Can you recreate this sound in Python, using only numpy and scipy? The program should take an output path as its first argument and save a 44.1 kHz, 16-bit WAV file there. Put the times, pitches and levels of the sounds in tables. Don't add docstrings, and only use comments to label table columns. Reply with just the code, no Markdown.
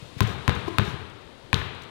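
import sys
import numpy as np
from scipy import signal
from scipy.fft import rfft, irfft, next_fast_len
from scipy.io import wavfile

SR = 44100
rng = np.random.default_rng(int(sys.argv[2]) if len(sys.argv) > 2 else 0)


def generate_wav(signal):
    frames = np.transpose(np.atleast_2d(signal))
    scaled = np.clip(frames, -1, 1) * 32767
    pcm = np.round(scaled).astype(np.int16)
    wavfile.write(sys.argv[1], SR, pcm)


N = 83790
T = np.arange(N) / SR


def bounces():
    # (time [s], player, slap level [dB], treble tilt [dB at 3 kHz], thump level [dB],
    # thump pitch [Hz], contact time [s], lift-off level [dB], hall level [dB], level of each ball mode [dB])
    bounce_list = [(0.2063, "right", -1, 1.5, -7, 106, .0140, -8, 0.5, (-22, -13.5, -24, -17, -29, -36)),
                   (.4792, "left", -2.5, 0, -6.5, 103.7, 0.015, -12, 1.5, (-42, -13.5, -12.5, -16, -36, -45)),
                   (0.7847, "right", 2.5, -0.5, -8, 107.1, 0.011, -6.5, 2.5, (-24, -18.5, -7, -18, -9.5, -7.5)),
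                   (1.5304, "left", -8.5, 1.5, -9.5, 98.2, 0.013, -8.5, 3, (-21, -12.5, -29, -5.5, -5.5, -21))]
    thump_lag_s = 0.0014
    out = np.zeros(N)
    for (time_s, player, slap_db, tilt_db, thump_db, thump_hz,
         contact_s, lift_db, hall_db, mode_dbs) in bounce_list:
        slap = amp(slap_db) * skin_slap(tilt_db)
        ball = slap - ball_ring(player, mode_dbs) + lingering_ring()
        thump = amp(thump_db) * board_thump(player, thump_hz)
        lift = amp(lift_db) * lift_off(player, contact_s)
        direct = ball + later(thump, thump_lag_s) + lift
        answer = echoes(player, ball, thump) + shimmer(player) + bounce_hall(hall_db, thump_db, tilt_db)
        out += later(direct + answer, time_s)
    return out


def skin_slap(tilt_db):
    # (frequency [Hz], relative level [dB])
    slap_tone = [(60, 23), (300, 14), (700, 9.5), (1400, 12.5), (2500, 14.5), (3800, 6), (5000, 0),
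                 (9000, -4.5), (16000, -19.5)]
    # (frequency [Hz], relative level [dB])
    crackle_tone = [(2000, -3), (3900, 4.5), (5000, -7.5), (10000, -17.5), (16000, -15)]
    crackle_db, crackle_t60_s, crackle_low_hz = -17.5, 0.013, 3000
    pulse = -later(impulse(lambda hz: along(slap_tone, hz)), 0)
    crackle = filtered(noise(crackle_tone), lambda hz: hz > crackle_low_hz) * decay(crackle_t60_s)
    return tilted(pulse + amp(crackle_db) * crackle, tilt_db)


def ball_ring(player, mode_dbs):
    ball_modes = {"right": [(850, 0.014), (1040, 0.044), (1290, .013), (1530, 0.019), (2550, 0.0056),
                  (3720, 0.0073)], "left": [(900, 0.032), (1040, 0.03), (1380, 0.0059), (1760, 0.0095),
                  (2430, 0.0087), (3450, 0.016)]}
    lag_s, attack_s = 0.00007, 0.0001
    tone = np.zeros(N)
    for (hz, t60), db in zip(ball_modes[player], mode_dbs):
        tone += amp(db) * decay(t60) * np.cos(2 * np.pi * hz * (T - lag_s))
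    return tone * rise(attack_s)


def lingering_ring():
    # (centre frequency [Hz], relative level [dB])
    ring_bands = [(1033, -3), (1247, -5), (1490, -5), (1628, -2), (2416, -9), (3688, -5), (3841, -33.5)]
    ring_db, half_width_hz, t60_s = -35, 14, 0.68

    def band_gain(f):
        return sum(amp(db) / (1 + ((f - hz) / half_width_hz) ** 2) for hz, db in ring_bands)

    x = filtered(rng.standard_normal(N), band_gain)
    return amp(ring_db) * x / x.std() * decay(t60_s)


def board_thump(player, pitch_hz):
    board_modes = {"right": [(1, 0, 0.038), (.72, -6, 0.11), (1.87, -10.5, 0.12), (2.3, -11, 0.015),
                   (3.7, -15.5, 0.091)], "left": [(1, 1.5, 0.021), (.75, -18, 0.22), (1.95, -13, 0.067),
                   (2.35, -10, 0.01), (3.9, -19, 0.18), (4.65, -22, 0.3)]}
    attack_s, hold_s = 0.0026, 0.0083
    tone = np.zeros(N)
    for multiple, db, t60 in board_modes[player]:
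        tone += amp(db) * decay(t60, hold_s) * np.sin(2 * np.pi * multiple * pitch_hz * T)
    return tone * rise(attack_s)


def lift_off(player, contact_s):
    lift_tone = {"right": [(100, 3), (700, 20), (1500, 21.5), (2600, 7), (3800, 14), (6000, -11),
                 (16000, -26)], "left": [(100, 12), (700, 24), (1500, 20.5), (2600, 17.5), (3800, 22),
                 (5000, 14), (7000, 5.5), (16000, -12)]}
    peel_t60 = {"right": 0.032, "left": 0.0045}
    click = later(impulse(lambda hz: along(lift_tone[player], hz)), contact_s)
    return scattered(click, peel_t60[player])


def echoes(player, ball, thump):
    echo_list = {"right": [(.0215, -9, -31), (.0305, -8, -34), (.039, -15.5, -39), (.087, -12, -21.5),
                 (.15, -18, -42), (.235, -24.5, -31)], "left": [(.0245, -8.5, -17), (.040, -17, -18.5),
                 (.066, -15.5, -23), (.085, -15, -13)]}
    cut_hz, scatter_t60_s = 2400, 0.028
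    far_ball = scattered(dulled(ball, cut_hz), scatter_t60_s)
    return sum(later(amp(low_db) * thump + amp(high_db) * far_ball, delay)
               for delay, low_db, high_db in echo_list[player])


def shimmer(player):
    # (frequency [Hz], relative level [dB])
    shimmer_tone = [(3000, -25), (5500, 5.5), (9000, -4), (16000, -11)]
    shimmer_level = {"right": -51, "left": -63}
    delay_s, length_s = 0.0072, 0.17
    return amp(shimmer_level[player]) * later(noise(shimmer_tone) * swell(length_s), delay_s)


def bounce_hall(hall_db, thump_db, tilt_db):
    split_hz, bass_db, tilt_share = 1120, 13.5, 0.52
    bass_build_s = 0.072
    overall_db = -24.5
    diffuse = hall_noise()
    bass = filtered(diffuse, lambda hz: 1 / (1 + (hz / split_hz) ** 4))
    tail = amp(hall_db) * tilted(diffuse - bass, tilt_db * tilt_share)
    boom = amp(thump_db + bass_db) * bass * rise(bass_build_s)
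    return amp(overall_db) * (tail + boom)


def hall_noise():
    # (frequency [Hz], relative level [dB])
    hall_tone = [(30, -14), (55, 13), (80, 27), (125, 23), (175, 13.5), (280, 2.5), (400, 13.5), (600, 3),
                 (1050, 6), (2000, 2), (3000, 1), (3900, 0), (5000, -13.5), (8000, -23), (15000, -32)]
    return hall(noise(hall_tone))


def hall(x):
    # (frequency [Hz], time to fall 60 dB [s])
    hall_decay = [(80, 0.69), (250, 1.04), (500, 0.72), (1300, 1.337), (3800, 1.13), (6000, 0.64),
                  (14000, 0.42)]
    delay_s, build_s = 0.002, 0.0058
    hz, t, z = signal.stft(x, SR, nperseg=512)
    fade = amp(-60 * t / along(hall_decay, hz)[:, None])
    tail = signal.istft(z * fade, SR, nperseg=512)[1][:N]
    return later(tail * rise(build_s), delay_s)


def pat():
    # (frequency [Hz], relative level [dB])
    pat_tones = [(345, 0.5), (700, -11), (860, -25), (1030, -7)]
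    start_s, length_s, pat_db, wet_db = 0.675, 0.016, -18.5, -2.5
    touch = swell(length_s) * sum(amp(db) * np.sin(2 * np.pi * hz * T) for hz, db in pat_tones)
    room = hall(rng.standard_normal(N))
    wet = signal.fftconvolve(touch, room / np.linalg.norm(room))[:N]
    return amp(pat_db) * later(touch + amp(wet_db) * wet, start_s)


def footfalls():
    # (time [s], level [dB])
    step_list = [(.023, -28), (0.05, -34), (0.165, -24), (1.013, -44), (1.442, -38), (1.812, -35)]
    thud_hz, attack_s, t60_s, step_hall_db = 115, 0.0037, 0.03, -19
    thud = np.sin(2 * np.pi * thud_hz * T) * decay(t60_s, attack_s) * rise(attack_s)
    return sum(amp(db) * later(2 * thud + amp(step_hall_db) * hall_noise(), s) for s, db in step_list)


def scuffs():
    # (time [s], length [s], level [dB])
    scuff_list = [(.172, 0.034, -40.5), (0.67, 0.029, -39.5)]
    # (frequency [Hz], relative level [dB])
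    scuff_tone = [(300, -12), (1500, 6), (3500, 6.5), (5500, -2), (10000, -11.5), (16000, -17)]
    return sum(amp(db) * later(noise(scuff_tone) * swell(length), s) for s, length, db in scuff_list)


def treble_clicks():
    # (time [s], level [dB])
    click_list = [(0.2302, -34), (0.273, -35.5), (0.5522, -38.5), (.8525, -41), (1.099, -47.5),
                  (1.597, -43), (1.749, -47), (1.821, -42), (1.835, -44)]
    # (frequency [Hz], relative level [dB])
    click_tone = [(1000, -12), (4000, -3), (7500, -10), (16000, -22)]
    t60_s = 0.024
    return sum(amp(db) * later(noise(click_tone) * decay(t60_s), s) for s, db in click_list)


def ventilation():
    # (frequency [Hz], relative level [dB])
    air_tone = [(15, -10), (25, -9.5), (70, -6), (114, -6), (145, -10), (309, -5), (489, -6), (796, -14),
                (911, -11), (1560, -21.5), (1790, -21.5), (3920, -22.5), (16000, -72.5)]
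    air_db = -45
    return amp(air_db) * noise(air_tone)


def treble_hiss():
    # (time [s], level [dB])
    hiss_level = [(0, -47.5), (.15, -49), (.45, -48), (.9, -47.5), (1.1, -55), (1.9, -54)]
    # (frequency [Hz], relative level [dB])
    hiss_tone = [(500, 9), (2000, 9), (3800, 12.5), (5500, 2), (9500, -2), (12000, -10.5), (16000, -22)]
    return amp(np.interp(T, *np.transpose(hiss_level))) * noise(hiss_tone)


def idle_hiss():
    # (frequency [Hz], relative level [dB])
    idle_tone = [(30, -5), (300, -3), (3000, -3.5), (16000, -5)]
    idle_db = -76
    return amp(idle_db) * noise(idle_tone)


def amp(db):
    return 10 ** (np.asarray(db) / 20)


def along(points, hz):
    f, v = np.transpose(points)
    return np.interp(np.log(hz + 1), np.log(f + 1), v)


def filtered(x, gain):
    m = next_fast_len(N + SR // 2)
    return irfft(rfft(x, m) * gain(np.fft.rfftfreq(m, 1 / SR)), m)[:N]


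def noise(colour):
    x = filtered(rng.standard_normal(N), lambda hz: amp(along(colour, hz)))
    return x / x.std()


def impulse(gain_db, size=4096):
    cepstrum = irfft(np.log(amp(gain_db(np.fft.rfftfreq(size, 1 / SR)))))
    fold = np.r_[1, np.full(size // 2 - 1, 2), 1, np.zeros(size // 2 - 1)]
    return irfft(np.exp(rfft(cepstrum * fold)))


def later(x, s):
    return np.pad(x, (max(0, int(round(s * SR))), N))[:N]


def rise(time_s):
    return 1 - np.exp(-T / time_s)


def decay(t60, hold=0):
    return amp(-60 * np.maximum(T - hold, 0) / t60)


def swell(length):
    return np.sin(np.pi * np.minimum(T / length, 1)) ** 2


def tilted(x, tilt_db, corner_hz=3000):
    return signal.fftconvolve(x, impulse(lambda hz: tilt_db * np.log2(1 + (hz / corner_hz) ** 2)))[:N]


def dulled(x, cut_hz):
    return signal.sosfilt(signal.butter(2, cut_hz, fs=SR, output="sos"), x)


def scattered(x, t60, size=2048):
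    spray = rng.standard_normal(size) * decay(t60)[:size]
    return signal.fftconvolve(x, spray / np.linalg.norm(spray))[:N]


def scene():
    low_cut_hz, right_db = 70, -65
    thin = signal.butter(3, low_cut_hz, "high", fs=SR, output="sos")
    play = signal.sosfilt(thin, bounces() + pat() + footfalls() + scuffs())
    left = play + treble_clicks() + ventilation() + treble_hiss()
    right = amp(right_db) * left + idle_hiss()
    return np.array([left, right])


def record(dry):
    ceiling, top_hz, fade_hz = 1.04, 16300, 600
    held = dry / (1 + np.abs(dry / ceiling) ** 6) ** (1 / 6)
    return np.array([filtered(x, lambda hz: np.clip((top_hz - hz) / fade_hz + 0.5, 0, 1)) for x in held])


dry = scene()
out = record(dry)
generate_wav(out)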